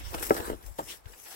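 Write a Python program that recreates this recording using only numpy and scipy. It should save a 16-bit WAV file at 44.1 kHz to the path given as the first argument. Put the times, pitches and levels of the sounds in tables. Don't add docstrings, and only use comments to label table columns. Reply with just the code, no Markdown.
import sys
import numpy as np
from scipy import signal
from scipy.fft import rfft, irfft
from scipy.io import wavfile

SR = 44100
rng = np.random.default_rng(int(sys.argv[2]) if len(sys.argv) > 2 else 0)


def generate_wav(signal):
    frames = np.transpose(np.atleast_2d(signal))
    scaled = np.clip(frames, -1, 1) * 32767
    pcm = np.round(scaled).astype(np.int16)
    wavfile.write(sys.argv[1], SR, pcm)


N = 59535
T = np.arange(N) / SR

# f/Hz, level/dB
HUSH_SPECTRUM = [(20,-6),(120,-2),(300,-7.5),(800,6),(1700,-4),(3500,-10.5),(16000,-24)]
# t/s, level/dB
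BREEZE_ENVELOPE = [(0,-49.5),(.5,-53.5),(.85,-61),(1.1,-63.5),(1.2,-75),(1.35,-65)]
# f/Hz, level/dB
BREEZE_SPECTRUM = [(15,-32),(48,7.5),(110,-8),(220,-18),(500,-39),(4000,-77)]
# t/s, width/s, level/dB, f/Hz, port (0 left, 1 right)
WIND_PUFFS = [(.01,0.035,-39,56,0),(0.064,0.035,-30,60.8,1),(.115,0.012,-33.5,65,1),(.168,0.02,-33,50,0),(0.196,0.034,-34.5,53.7,1),(0.312,0.1,-43,55,0),(0.404,0.0075,-29.5,62,0),(0.518,0.056,-35,52,0),(0.688,0.039,-32.5,53.2,0),(.83,0.087,-48,55,0),(1.066,0.0061,-30.5,72,0),(1.1,0.051,-46,45,0)]
# peak t/s, rise/s, fall/s, level/dB
CLOTH_SWEEPS = [(0.074,0.054,0.087,-47),(.905,0.024,0.033,-39.5),(1.332,0.033,0.097,-53)]
# f/Hz, level/dB
CLOTH_SPECTRUM = [(200,-39),(900,-8),(1500,-4.5),(2200,-0.5),(2700,2.5),(3500,3),(4400,-4),(5000,-2),(5650,4.5),(6400,-7),(7400,-6),(8500,0),(9800,-13.5),(16000,-4.5)]
# t/s, level/dB, rise/s
FINGER_SCUFFS = [(0,-49.5,0.0092),(0.14,-32.5,0.0034),(0.178,-40,0.0056),(0.225,-40.5,0.0031),(.365,-34,0.0026),(0.376,-38,0.0023),(.402,-40,0.0028),(0.444,-43,0.0024),(0.782,-46,0.007),(1.055,-52.5,0.0032),(1.133,-53,0.0042),(1.253,-49.5,0.015),(1.305,-50.5,0.019)]
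# f/Hz, level/dB
SCUFF_SPECTRUM = [(100,-19),(300,-16),(800,3),(1200,-7.5),(1750,-0.5),(2800,-6),(4500,-10),(16000,-41)]
# t/s, level/dB
SCRAPE_ENVELOPE = [(0,-50),(.04,-58),(.1,-55),(.135,-37),(.19,-47.5),(.225,-41.5),(.25,-46.5),(.3,-42),(.34,-41),(.378,-36.5),(.425,-42.5),(.49,-39),(.54,-47),(.56,-57),(.68,-55),(.75,-74),(.78,-70),(.795,-44.5),(.85,-60),(.92,-51.5),(1.035,-72),(1.065,-54.5),(1.2,-70),(1.255,-66.5),(1.27,-68),(1.35,-57.5)]
# f/Hz, level/dB
SCRAPE_SPECTRUM = [(60,-22),(150,-12),(240,-7),(330,-1.5),(450,0),(650,-8),(1000,-6),(1700,-8),(2400,-21),(4000,-18.5),(9000,-77.5)]
# t/s, level/dB
SAND_ENVELOPE = [(0,-46),(.03,-63),(.1,-53),(.14,-45),(.215,-44.5),(.228,-33),(.285,-42.5),(.38,-39.5),(.42,-48),(.46,-42),(.5,-46),(.56,-59),(.62,-60),(.665,-52),(.75,-60.5),(.776,-56),(.79,-42.5),(.825,-51),(.9,-44),(.97,-53.5),(1.03,-72.5),(1.09,-55),(1.15,-56),(1.19,-51),(1.35,-46)]
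# t/s, level/dB
SAND_CRACKS = [(0.106,-49),(0.133,-50),(.147,-36.5),(0.196,-37),(.226,-35),(0.253,-50),(.267,-35.5),(0.296,-32.5),(0.343,-41),(0.626,-55.5),(0.663,-47.5),(0.741,-62),(1.059,-63),(1.31,-65)]
# f/Hz, level/dB
SAND_SPECTRUM = [(300,-6),(1500,-7.5),(3000,-5.5),(4300,-8),(5400,-0.5),(6200,-2.5),(7100,-4.5),(7750,3),(8500,-3),(9300,-3),(10200,1.5),(10750,-2.5),(11300,3),(12700,-3.5),(14700,-1.5),(15800,-1)]
# t/s, level/dB, contact/ms, tilt/(dB/octave), pitch ratio (higher at an edge)
BUMPS = [(.1463,-19,0.82,-2.5,1.11),(.1479,-20,0.24,5.5,1.06),(0.3071,-0.5,0.49,11.5,1.01),(0.3089,-0.5,0.65,5,0.944),(.3203,-30,2.1,7,5),(.3515,-28,0.93,0,0.98),(.3775,-36,2.7,0,1),(.3812,-23,0.47,3.5,1),(0.5006,-15.5,0.61,-1.5,1.023),(0.5185,-18,1.4,4,0.96),(.5322,-17.5,1.56,4.5,1.07),(.5412,-17.5,4.84,6,0.91),(0.7866,-18.5,0.99,-0.5,2.2),(0.79,-19,.9,-4.5,1.113),(0.7923,-16.5,0.57,0.5,2.05),(0.7954,-13,0.94,9,1.9),(0.8151,-32,1.4,-3,0.89),(0.8236,-34,3.6,-14,.96),(1.057,-48.5,0.3,11,1.4)]
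# f/Hz, level/dB, T60/s
BUMP_MODES = [(147,-11,.08),(273.1,-1,0.098),(339,2.5,0.058),(423.4,8,0.039),(591.4,-1.5,0.063),(771,-6,0.051),(1080,-36,0.021),(1293,-10,.032),(1496,-37.5,0.06),(1664,-29.5,0.027),(1890,-34,.028)]


def amp(db):
    return 10 ** (np.asarray(db) / 20)


def unit_rms(x):
    return x / np.sqrt(np.mean(x ** 2) + 1e-20)


def envelope(points):
    return amp(np.interp(T, *np.transpose(points)))


def colour(x, spectrum):
    f_hz, level_db = np.transpose(spectrum)
    bins_hz = abs(np.fft.fftfreq(N, 1 / SR))
    gain = unit_rms(amp(np.interp(np.log(bins_hz + 1), np.log(f_hz), level_db)))
    response = np.exp(np.conj(signal.hilbert(np.log(gain))))
    taps = np.fft.ifft(response).real[:4096]
    return signal.fftconvolve(np.atleast_2d(x), taps[None], axes=1)[:, :N]


def wander(rate_hz):
    f_hz = np.fft.rfftfreq(N, 1 / SR)
    band = f_hz / (f_hz + rate_hz / 10) / (1 + (f_hz / rate_hz) ** 4)
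    return unit_rms(irfft(rfft(rng.standard_normal(N)) * band, N))


def pan(x, left_db):
    return x * amp([[left_db / 2], [-left_db / 2]])


def ports(x, left_db, lead_s=0.000412):
    taps = np.sinc((T[:64] - np.array([[0], [lead_s]])) * SR)
    return pan(signal.fftconvolve(x[None], taps, axes=1)[:, :N], left_db)


def grains(rate_per_s, spread_db):
    size = amp(spread_db * np.minimum(rng.exponential(1, N), 4))
    sign = rng.choice([-1, 1], N)
    slips = rng.random(N) < rate_per_s / SR
    return unit_rms(size * sign * slips)


def friction(force, rate_per_s, spread_db, left_db, scatter):
    direct, left, right = (force * grains(rate_per_s, spread_db) for _ in range(3))
    diffuse = pan(np.array([left, right]), left_db)
    return np.sqrt(1 - scatter) * ports(direct, left_db) + np.sqrt(scatter) * diffuse


def hush(level_db=-63):
    return amp(level_db) * colour(rng.standard_normal((2, N)), HUSH_SPECTRUM)


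def breeze():
    return envelope(BREEZE_ENVELOPE) * colour(rng.standard_normal((2, N)), BREEZE_SPECTRUM)


def wind_puffs():
    out = np.zeros((2, N))
    for t_s, width_s, level_db, f_hz, port in WIND_PUFFS:
        pitch_hz = f_hz * (1 + 0.23 * wander(rate_hz=46))
        cycles = np.cumsum(pitch_hz) / SR + rng.random()
        swell = amp(level_db) * np.exp(-((T - t_s) / width_s) ** 2)
        out[port] += swell * np.sin(2 * np.pi * cycles)
    return out


def wall_echoes(x, t60_s=0.071, level_db=-13.5):
    t_s = T[:8192]
    onset = np.clip(t_s / 0.0046 - .5, 0, 1)
    tail = rng.standard_normal((2, len(t_s))) * amp(-60 * t_s / t60_s) * onset
    tail /= np.linalg.norm(tail, axis=1, keepdims=True)
    return amp(level_db) * signal.fftconvolve(x, tail, axes=1)[:, :N]


def cloth_swish():
    speed = np.zeros(N)
    for peak_s, rise_s, fall_s, level_db in CLOTH_SWEEPS:
        from_peak = (T - peak_s) / np.where(T < peak_s, rise_s, fall_s)
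        speed += amp(level_db) / np.cosh(np.clip(1.62 * from_peak, -20, 20))
    slips = friction(speed, rate_per_s=19000, spread_db=6.0, left_db=4.5, scatter=0.98)
    return colour(slips, CLOTH_SPECTRUM)


def finger_scuffs():
    force = np.zeros(N)
    for t_s, level_db, rise_s in FINGER_SCUFFS:
        age = np.maximum(T - t_s, 0) / rise_s
        force += amp(level_db) * age * np.exp(1 - age)
    slips = friction(force, rate_per_s=5400, spread_db=2.0, left_db=0, scatter=0.98)
    return colour(slips, SCUFF_SPECTRUM)


def mortar_scrape():
    force = envelope(SCRAPE_ENVELOPE) * amp(1.3 * wander(rate_hz=80))
    slips = friction(force, rate_per_s=3000, spread_db=2.1, left_db=-0.9, scatter=0.37)
    return colour(slips, SCRAPE_SPECTRUM)


def sand_crackle(crack_decay_s=0.005):
    force = envelope(SAND_ENVELOPE) * amp(1.2 * wander(rate_hz=114))
    for t_s, level_db in SAND_CRACKS:
        force += amp(level_db) * (T >= t_s) * np.exp(-abs(T - t_s) / crack_decay_s)
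    slips = friction(force, rate_per_s=10000, spread_db=2.5, left_db=5.5, scatter=0.77)
    return colour(slips, SAND_SPECTRUM)


def surface_patches(rub, depth_db=2.5, patch_hz=294, patch_s=0.013):
    f_hz, t_s, frames = signal.stft(rub, SR, nperseg=512, noverlap=384)
    blur_f = np.exp(-((f_hz[:, None] - f_hz) / patch_hz) ** 2)
    blur_t = np.exp(-((t_s[:, None] - t_s) / patch_s) ** 2)
    patches = unit_rms(blur_f @ rng.standard_normal(frames.shape[1:]) @ blur_t)
    gain = unit_rms(amp(depth_db * patches))
    return signal.istft(frames * gain, SR, nperseg=512, noverlap=384)[1][:, :N]


def brick_bumps(low_cut_hz=98):
    out, t_s = np.zeros(N), T[:8192]
    f_hz, mode_db, t60_s = np.transpose(BUMP_MODES)[:, :, None]
    for start_s, level_db, contact_ms, tilt_db_per_oct, pitch_ratio in BUMPS:
        weight = amp(mode_db + tilt_db_per_oct * np.log2(f_hz))
        modes = amp(-60 * t_s / t60_s) * np.cos(2 * np.pi * f_hz * pitch_ratio * t_s)
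        ring = (weight * modes).sum(0) / weight.sum()
        push = np.sin(np.pi * np.minimum(t_s * 1000 / contact_ms, 1)) ** 2
        bump = amp(level_db) * signal.fftconvolve(ring, push / push.sum())
        slot = out[round(start_s * SR):][:len(t_s)]
        slot += bump[:len(slot)]
    low_cut = signal.butter(1, low_cut_hz, "high", fs=SR)
    return ports(signal.lfilter(*low_cut, out), left_db=2.0)


def scene():
    rub = sand_crackle() + cloth_swish() + mortar_scrape() + finger_scuffs()
    hand = surface_patches(rub) + brick_bumps()
    return breeze() + hush() + wall_echoes(hand) + wind_puffs() + hand


def record(dry, cutoff_hz=15950):
    taps = signal.firwin(511, cutoff_hz, window=("kaiser", 9), fs=SR)
    return signal.oaconvolve(dry, taps[None], "same")


dry = scene()
out = record(dry)
generate_wav(out)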